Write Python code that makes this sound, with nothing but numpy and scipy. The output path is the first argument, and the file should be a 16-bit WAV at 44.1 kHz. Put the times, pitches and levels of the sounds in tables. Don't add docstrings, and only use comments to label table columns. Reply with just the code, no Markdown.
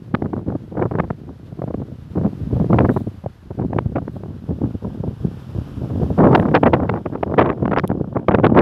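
import sys
import numpy as np
from scipy import signal
from scipy.fft import rfft, irfft, next_fast_len
from scipy.io import wavfile
from scipy.ndimage import uniform_filter1d, minimum_filter1d, map_coordinates

SR = 44100
rng = np.random.default_rng(int(sys.argv[2]) if len(sys.argv) > 2 else 0)


def put_to_file(sound):
    columns = np.atleast_2d(sound).T
    safe = np.clip(columns, -1, 1)
    whole_steps = np.round(safe * 32767)
    wavfile.write(sys.argv[1], SR, whole_steps.astype(np.int16))


N = 379701
TIME_S = np.arange(N) / SR
JERK_DB = 2.5


def undb(db):
    return 10 ** (np.asarray(db) / 20)


def curve(rows):
    return np.interp(TIME_S, *np.transpose(rows))


def bell(mid_s, length_s, lean=0.4026):
    u = 2 * (TIME_S - mid_s) / length_s + lean
    side_width = 1 + lean * np.sign(u)
    return np.exp2(-np.minimum((u / side_width) ** 2, 100))


def noise(spectrum, size=N):
    freq_hz, level_db = np.transpose(spectrum)
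    n = next_fast_len(size)
    bins_hz = np.maximum(np.arange(n // 2 + 1) * SR / n, 1)
    gain = undb(np.interp(np.log(bins_hz), np.log(freq_hz), level_db))
    x = irfft(rfft(rng.standard_normal(n)) * gain, n)[:size]
    return x / x.std()


def smooth(x, seconds):
    size = max(int(seconds * SR), 1)
    return uniform_filter1d(uniform_filter1d(x, size), size)


def walk(seconds):
    x = smooth(rng.standard_normal(N), seconds)
    return x / x.std()


def highpass(x, hz, order=2):
    return signal.sosfilt(signal.butter(order, hz, "high", fs=SR, output="sos"), x)


def lowpass(hz):
    return signal.butter(2, hz, fs=SR, output="sos")


def flutter(depth_db, seconds, dip=.7):
    flurry = undb(depth_db * np.clip(walk(seconds), -dip, 1.7))
    return flurry / np.sqrt(np.mean(flurry ** 2))


# time_s, level_db
BREEZE_LEVEL = [(0, -35), (0.3, -30), (0.7, -34), (1.0, -29), (1.38, -41), (1.65, -34), (1.98, -35.5),
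                (2.8, -23), (3.38, -47), (3.75, -25), (4.35, -34), (5.42, -33.5), (6.4, -22), (6.85, -24),
                (7.03, -35), (7.35, -29), (7.8, -26.5), (8.2, -33), (8.6, -21)]
# time_s, rolloff_hz
BREEZE_SWEEP = [(0, 298.9), (1.1, 300.7), (2.3, 219.8), (3.8, 210.2), (4.2, 299.5), (5.3, 199.9),
                (7.6, 330.3), (8.6, 339.7)]


def breeze(surge_db=2, speed_law=.27, flurry_db=4.0, flurry_speed=.55):
    level_db = curve(BREEZE_LEVEL) + surge_db * np.clip(walk(seconds=0.03468), -1.6, 1.6)
    flurry = flutter(depth_db=flurry_db, seconds=0.00746)
    power = (undb(level_db) * flurry) ** 2
    rolloff_hz = curve(BREEZE_SWEEP) * undb(level_db + 30) ** speed_law * flurry ** flurry_speed
    yield power, rolloff_hz, JERK_DB


# mid_s, level_db, length_s, rolloff_hz
BUFFET_EDDIES = [(0.143, -11, 0.0054, 517.6), (0.149, -14, 0.0038, 1763), (0.222, -13, 0.005, 558),
                 (0.247, -19.5, 0.0054, 634), (0.336, -17, 0.01, 605), (0.483, -13.5, 0.0047, 426),
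                 (0.555, -17, 0.0093, 603), (0.798, -16.5, 0.0079, 798.5), (0.825, -13.5, 0.017, 900),
                 (0.857, -14.5, 0.0076, 680), (0.916, -19, 0.009, 694), (0.955, -15.5, 0.0076, 514),
                 (0.988, -13.5, 0.0047, 933), (1, -9.5, 0.0073, 1061), (1.041, -21, 0.013, 626),
                 (1.106, -16.5, 0.0054, 950), (1.129, -23, 0.0077, 282.8), (1.297, -31, .024, 379.6),
                 (1.526, -28.5, 0.013, 280.4), (1.594, -24, 0.0073, 498.4), (1.622, -21.5, 0.0074, 539.8),
                 (1.642, -22.5, 0.011, 320.2), (1.682, -23, 0.01, 622.7), (1.706, -16.5, 0.0056, 536),
                 (1.745, -17, 0.0083, 480), (1.821, -21, 0.012, 429.8), (2.214, -17, .005, 598),
                 (2.261, -12.5, .018, 402.7), (2.533, -12.5, 0.012, 259.9), (2.563, -12.5, 0.0054, 439.2),
                 (2.615, -10, .013, 309.7), (2.645, -16.5, .004, 559.1), (2.732, -8, .004, 882),
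                 (2.745, -6.5, .006, 779.4), (2.788, -8, 0.0039, 1402), (2.809, -9.5, 0.015, 660),
                 (2.848, -8.5, 0.017, 568.8), (2.895, -8.5, .014, 621), (2.916, -16, .011, 500.7),
                 (2.969, -12.5, 0.0099, 672.3), (3.013, -20.5, 0.015, 299.2), (3.075, -18, 0.014, 234),
                 (3.242, -26, .007, 399.2), (3.264, -18.5, 0.0071, 400), (3.511, -24, .012, 477),
                 (3.599, -20, 0.0083, 623), (3.653, -12, 0.012, 299.1), (3.733, -19, 0.0042, 953.7),
                 (3.764, -13.5, 0.0058, 481.7), (3.788, -11, 0.0029, 1452), (3.861, -12.5, 0.0089, 240.2),
                 (3.963, -13, .015, 833), (3.985, -18, 0.0069, 899.5), (4.081, -23.5, 0.004, 719.3),
                 (4.165, -23, .01, 401.7), (4.236, -23, 0.0044, 641.6), (4.261, -19.5, .004, 557.3),
                 (4.509, -18, 0.013, 380), (4.643, -17, .011, 458.7), (4.748, -20, 0.017, 267.7),
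                 (5.004, -19, 0.0094, 280.3), (5.08, -17.5, .007, 381.3), (5.777, -21, 0.0099, 229.5),
                 (6.106, -13.5, 0.015, 376.3), (6.273, -5, 0.012, 528.3), (6.334, -7.5, 0.019, 785.7),
                 (6.353, -6.5, 0.0075, 2197), (6.358, -9, 0.0022, 2600), (6.399, -11, 0.0039, 1301),
                 (6.428, -17, 0.0066, 1052), (6.456, -15, 0.0056, 718), (6.554, -6.5, .023, 1595),
                 (6.636, -6.5, .01, 950.8), (6.667, -8, .02, 1108), (6.74, -7.5, .013, 1251),
                 (6.896, -9.5, 0.0061, 1665), (6.94, -15, 0.0055, 1002), (7.065, -19.5, 0.013, 766.2),
                 (7.156, -22, 0.006, 1153), (7.233, -14, 0.0061, 1344), (7.342, -12.5, 0.0054, 849.7),
                 (7.389, -6, .016, 1332), (7.417, -11, 0.017, 1297), (7.502, -15, 0.0033, 1204),
                 (7.627, -12.5, 0.0085, 653.7), (7.656, -11, 0.0051, 1100), (7.68, -15, .004, 1151),
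                 (7.717, -14.5, .011, 996), (7.735, -13.5, .008, 1301), (7.764, -13, .003, 1193),
                 (7.775, -13.5, 0.0079, 1399), (7.786, -10, 0.0033, 2202), (7.797, -16, 0.0032, 2402),
                 (7.842, -14, .012, 848), (7.902, -13.5, 0.004966, 849.3), (7.918, -13.5, 0.0076, 460.3),
                 (8.013, -15, 0.0072, 362.2), (8.286, -4, .0035, 1401), (8.292, -6.5, 0.0061, 793.7),
                 (8.347, -7, 0.0097, 1450), (8.387, -10.5, 0.0049, 994.3), (8.399, -15, 0.0042, 1107),
                 (8.447, -6.5, 0.017, 1292), (8.467, -8, 0.0049, 1348), (8.522, -4.5, 0.0075, 356.8),
                 (8.576, -5.5, .003, 1492), (8.591, -5.5, 0.0053, 1891)]


def buffets(trim_db=-.5, ragged_db=2.0, core=.3, speed_db=1.0):
    tear = flutter(depth_db=ragged_db, seconds=0.00294)
    for mid_s, level_db, length_s, rolloff_hz in BUFFET_EDDIES:
        shape = bell(mid_s, length_s) * tear
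        power = undb(level_db + trim_db) ** 2 * shape * tear
        yield power, rolloff_hz * undb(speed_db) * shape ** core, JERK_DB


def front(u, steepness, relax=0.67):
    return np.tanh(steepness * u) * np.exp(-np.abs(u) / relax)


def slaps(slap_db=6.5, fast_hz=1000, steepness=4.83):
    total = 0
    for mid_s, level_db, _, rolloff_hz in BUFFET_EDDIES:
        gain = undb(level_db + slap_db) * min(rolloff_hz / fast_hz, 1) ** 2
        total = total + gain * front((TIME_S - mid_s) * rolloff_hz, steepness)
    return total


def swell(start_s, length_s, attack_s=.015, release_s=.012):
    attack = np.clip((TIME_S - start_s) / attack_s + .5, 0, 1)
    return attack * np.exp(-np.clip((TIME_S - start_s - length_s) / release_s, 0, 50))


# start_s, length_s, level_db, rolloff_hz
GUST_EVENTS = [(0.236, 0.014, -20.5, 504), (0.36, 0.015, -22, 484), (0.468, 0.054, -23.5, 382.7),
               (0.767, 0.06187, -23.5, 559), (0.93, 0.05, -24.5, 562.9), (1.778, 0.015, -21.5, 328.8),
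               (2.159, 0.082, -18, 459.3), (2.399, 0.044, -21, 190.9), (2.519, 0.12, -22, 259.4),
               (2.701, 0.031, -12.5, 410.8), (2.757, 0.079, -16, 339.5), (3.581, 0.034, -20.5, 410.4),
               (4.485, 0.04, -20.5, 270.2), (4.614, 0.0503, -20, 329.8), (4.825, 0.051, -23.5, 370),
               (5.039, 0.041, -22, 351), (5.237, 0.025, -18.5, 221.7), (5.553, 0.034, -21, 230.4),
               (5.817, 0.038, -21, 279.2), (5.936, 0.1226, -19.5, 291.7), (6.184, 0.094, -8.5, 763),
               (6.301, 0.055, -12.5, 529.9), (6.368, .16, -19.5, 558.8), (6.679, 0.024, -19, 450.7),
               (6.757, 0.087, -18.5, 691), (6.904, 0.057, -22, 601.5), (7.121, 0.021, -23, 676.8),
               (7.268, 0.06, -21.5, 557.6), (7.427, 0.074, -18.5, 1017), (7.612, 0.0946, -21.5, 400.2),
               (7.929, 0.0606, -23.5, 380.3), (8.156, 0.015, -17, 662.8), (8.299, 0.039, -17.5, 821.7),
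               (8.361, 0.15, -18.5, 380), (8.551, 0.019, -11.5, 699.6), (8.568, 0.047, -8, 1029)]


def gusts(flurry_db=3.5, flurry_speed=0.4548, roar_db=-17, roar_range_db=12):
    flurry = flutter(depth_db=flurry_db, seconds=0.0059)
    for start_s, length_s, level_db, rolloff_hz in GUST_EVENTS:
        unrest = np.clip(1 - (level_db - roar_db) / roar_range_db, .4, 1)
        broken = flurry ** unrest
        power = undb(level_db) ** 2 * swell(start_s, length_s) * broken ** 2 / np.mean(broken ** 2)
        yield power, rolloff_hz * broken ** flurry_speed, JERK_DB * unrest


def crackle(pressure, rolloff_hz, per_s=110, crackle_db=3, scatter_db=7, front_hz=1300, fast_hz=800,
            steepness=4):
    hits = rng.random(N) < per_s / SR
    signs = rng.choice([-1, 1], N)
    scatter = undb(scatter_db * (.5 - rng.exponential(size=N)))
    snaps = hits * signs * scatter
    snaps = snaps * pressure * undb(crackle_db) * np.minimum(rolloff_hz / fast_hz, 1) ** 2
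    return signal.fftconvolve(snaps, front(np.arange(-2, 2, front_hz / SR), steepness), mode="same")


def airflow():
    power_sum = hz_sum = jerk_sum = 0
    for flows in (breeze(), gusts(), buffets()):
        for power, rolloff_hz, jerk_db in flows:
            power_sum = power_sum + power
            hz_sum = hz_sum + power * rolloff_hz
            jerk_sum = jerk_sum + power * jerk_db
    return np.sqrt(power_sum), hz_sum / power_sum, jerk_sum / power_sum


EDDY_HZ = 1000
# freq_hz, level_db
EDDY_SPECTRUM = [(40, 2.5), (110, -1), (200, 2.5), (500, -1.5), (1000, -9.5), (2000, -24), (3000, -48),
                 (8000, -105)]


def wind(speed_db=-0.27, port_hz=90, port_top_hz=4200, evenness=1.0, overload_db=3):
    pressure, rolloff_hz, jerk_db = airflow()
    jerks = jerk_db * np.minimum(walk(seconds=.001), 1.6)
    speed = rolloff_hz / EDDY_HZ * undb(speed_db + jerks)
    eddies = map_coordinates(noise(EDDY_SPECTRUM), [np.cumsum(speed)], order=3, mode="wrap")
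    strength = smooth(highpass(eddies, port_hz, order=3) ** 2, seconds=0.023) + 1e-9
    eddies = eddies / strength ** (evenness / 2)
    rumble = pressure * eddies / highpass(eddies, port_hz, order=3).std()
    push = rumble + slaps() + crackle(pressure, rolloff_hz)
    limit = undb(overload_db)
    heard = highpass(limit * np.tanh(push / limit), port_hz, order=3)
    return signal.sosfilt(lowpass(port_top_hz), heard)


# time_s, level_db
TREE_LEVEL = [(0, -61.5), (1.9, -61), (2.7, -54.5), (3.4, -61.5), (5.05, -58.5), (5.4, -55), (6.2, -53),
              (6.7, -60), (8.05, -66), (8.6, -65)]
# freq_hz, level_db
LEAF_SPECTRUM = [(300, 14.5), (1500, 7.5), (2200, 0.5), (3000, 0.5), (4000, -2.5), (5000, -5.5),
                 (7000, -12.5), (9600, -16.5), (11000, -11), (13000, -15), (15500, -32.5)]
# time_s, echo_share
ECHO_SHARE = [(3.6, 0), (5.3, .29)]


def trees(leaves_db=6.5, rustle_db=0.8, notch_hz=2110, echo_hz=5500):
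    hiss = noise(LEAF_SPECTRUM)
    dull = signal.sosfiltfilt(lowpass(echo_hz), hiss)
    echo = map_coordinates(dull, [np.arange(N) - SR / notch_hz], order=1, mode="wrap")
    hiss = hiss - curve(ECHO_SHARE) * echo
    return hiss * undb(curve(TREE_LEVEL) + leaves_db + rustle_db * walk(seconds=0.031))


# mid_s, level_db, length_s
BRUSH_EVENTS = [(2.955, -65.5, 0.098), (4.138, -72, 0.049), (6.385, -66, 0.059)]
# start_s, level_db, decay_s
NAIL_TICK = (7.877, -24, 0.00053)
# freq_hz, level_db
CASE_SPECTRUM = [(2500, -20), (3800, 6.5), (5000, -15.5), (8000, -5), (9300, -8), (11000, -1.5),
                 (15500, -10)]


def hand(grain_db=2.5):
    rub_power = sum(undb(level_db) ** 2 * bell(mid_s, length_s) for mid_s, level_db, length_s in BRUSH_EVENTS)
    rub = np.sqrt(rub_power) * undb(grain_db * (walk(seconds=0.0036) + 2.0))
    start_s, level_db, decay_s = NAIL_TICK
    tick = undb(level_db) * (TIME_S >= start_s) * np.exp(-np.abs(TIME_S - start_s) / decay_s)
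    return noise(CASE_SPECTRUM) * (rub + tick)


def scene():
    return (wind() + trees() + hand())[None]


def record(dry, hold_s=.002, top_hz=15800):
    gain = minimum_filter1d(1 / np.maximum(np.abs(dry[0]), 1), 2 * int(hold_s * SR))
    limited = dry * smooth(gain, hold_s)
    return signal.sosfilt(signal.ellip(8, .2, 80, top_hz, fs=SR, output="sos"), limited)


dry = scene()
out = record(dry)
put_to_file(out)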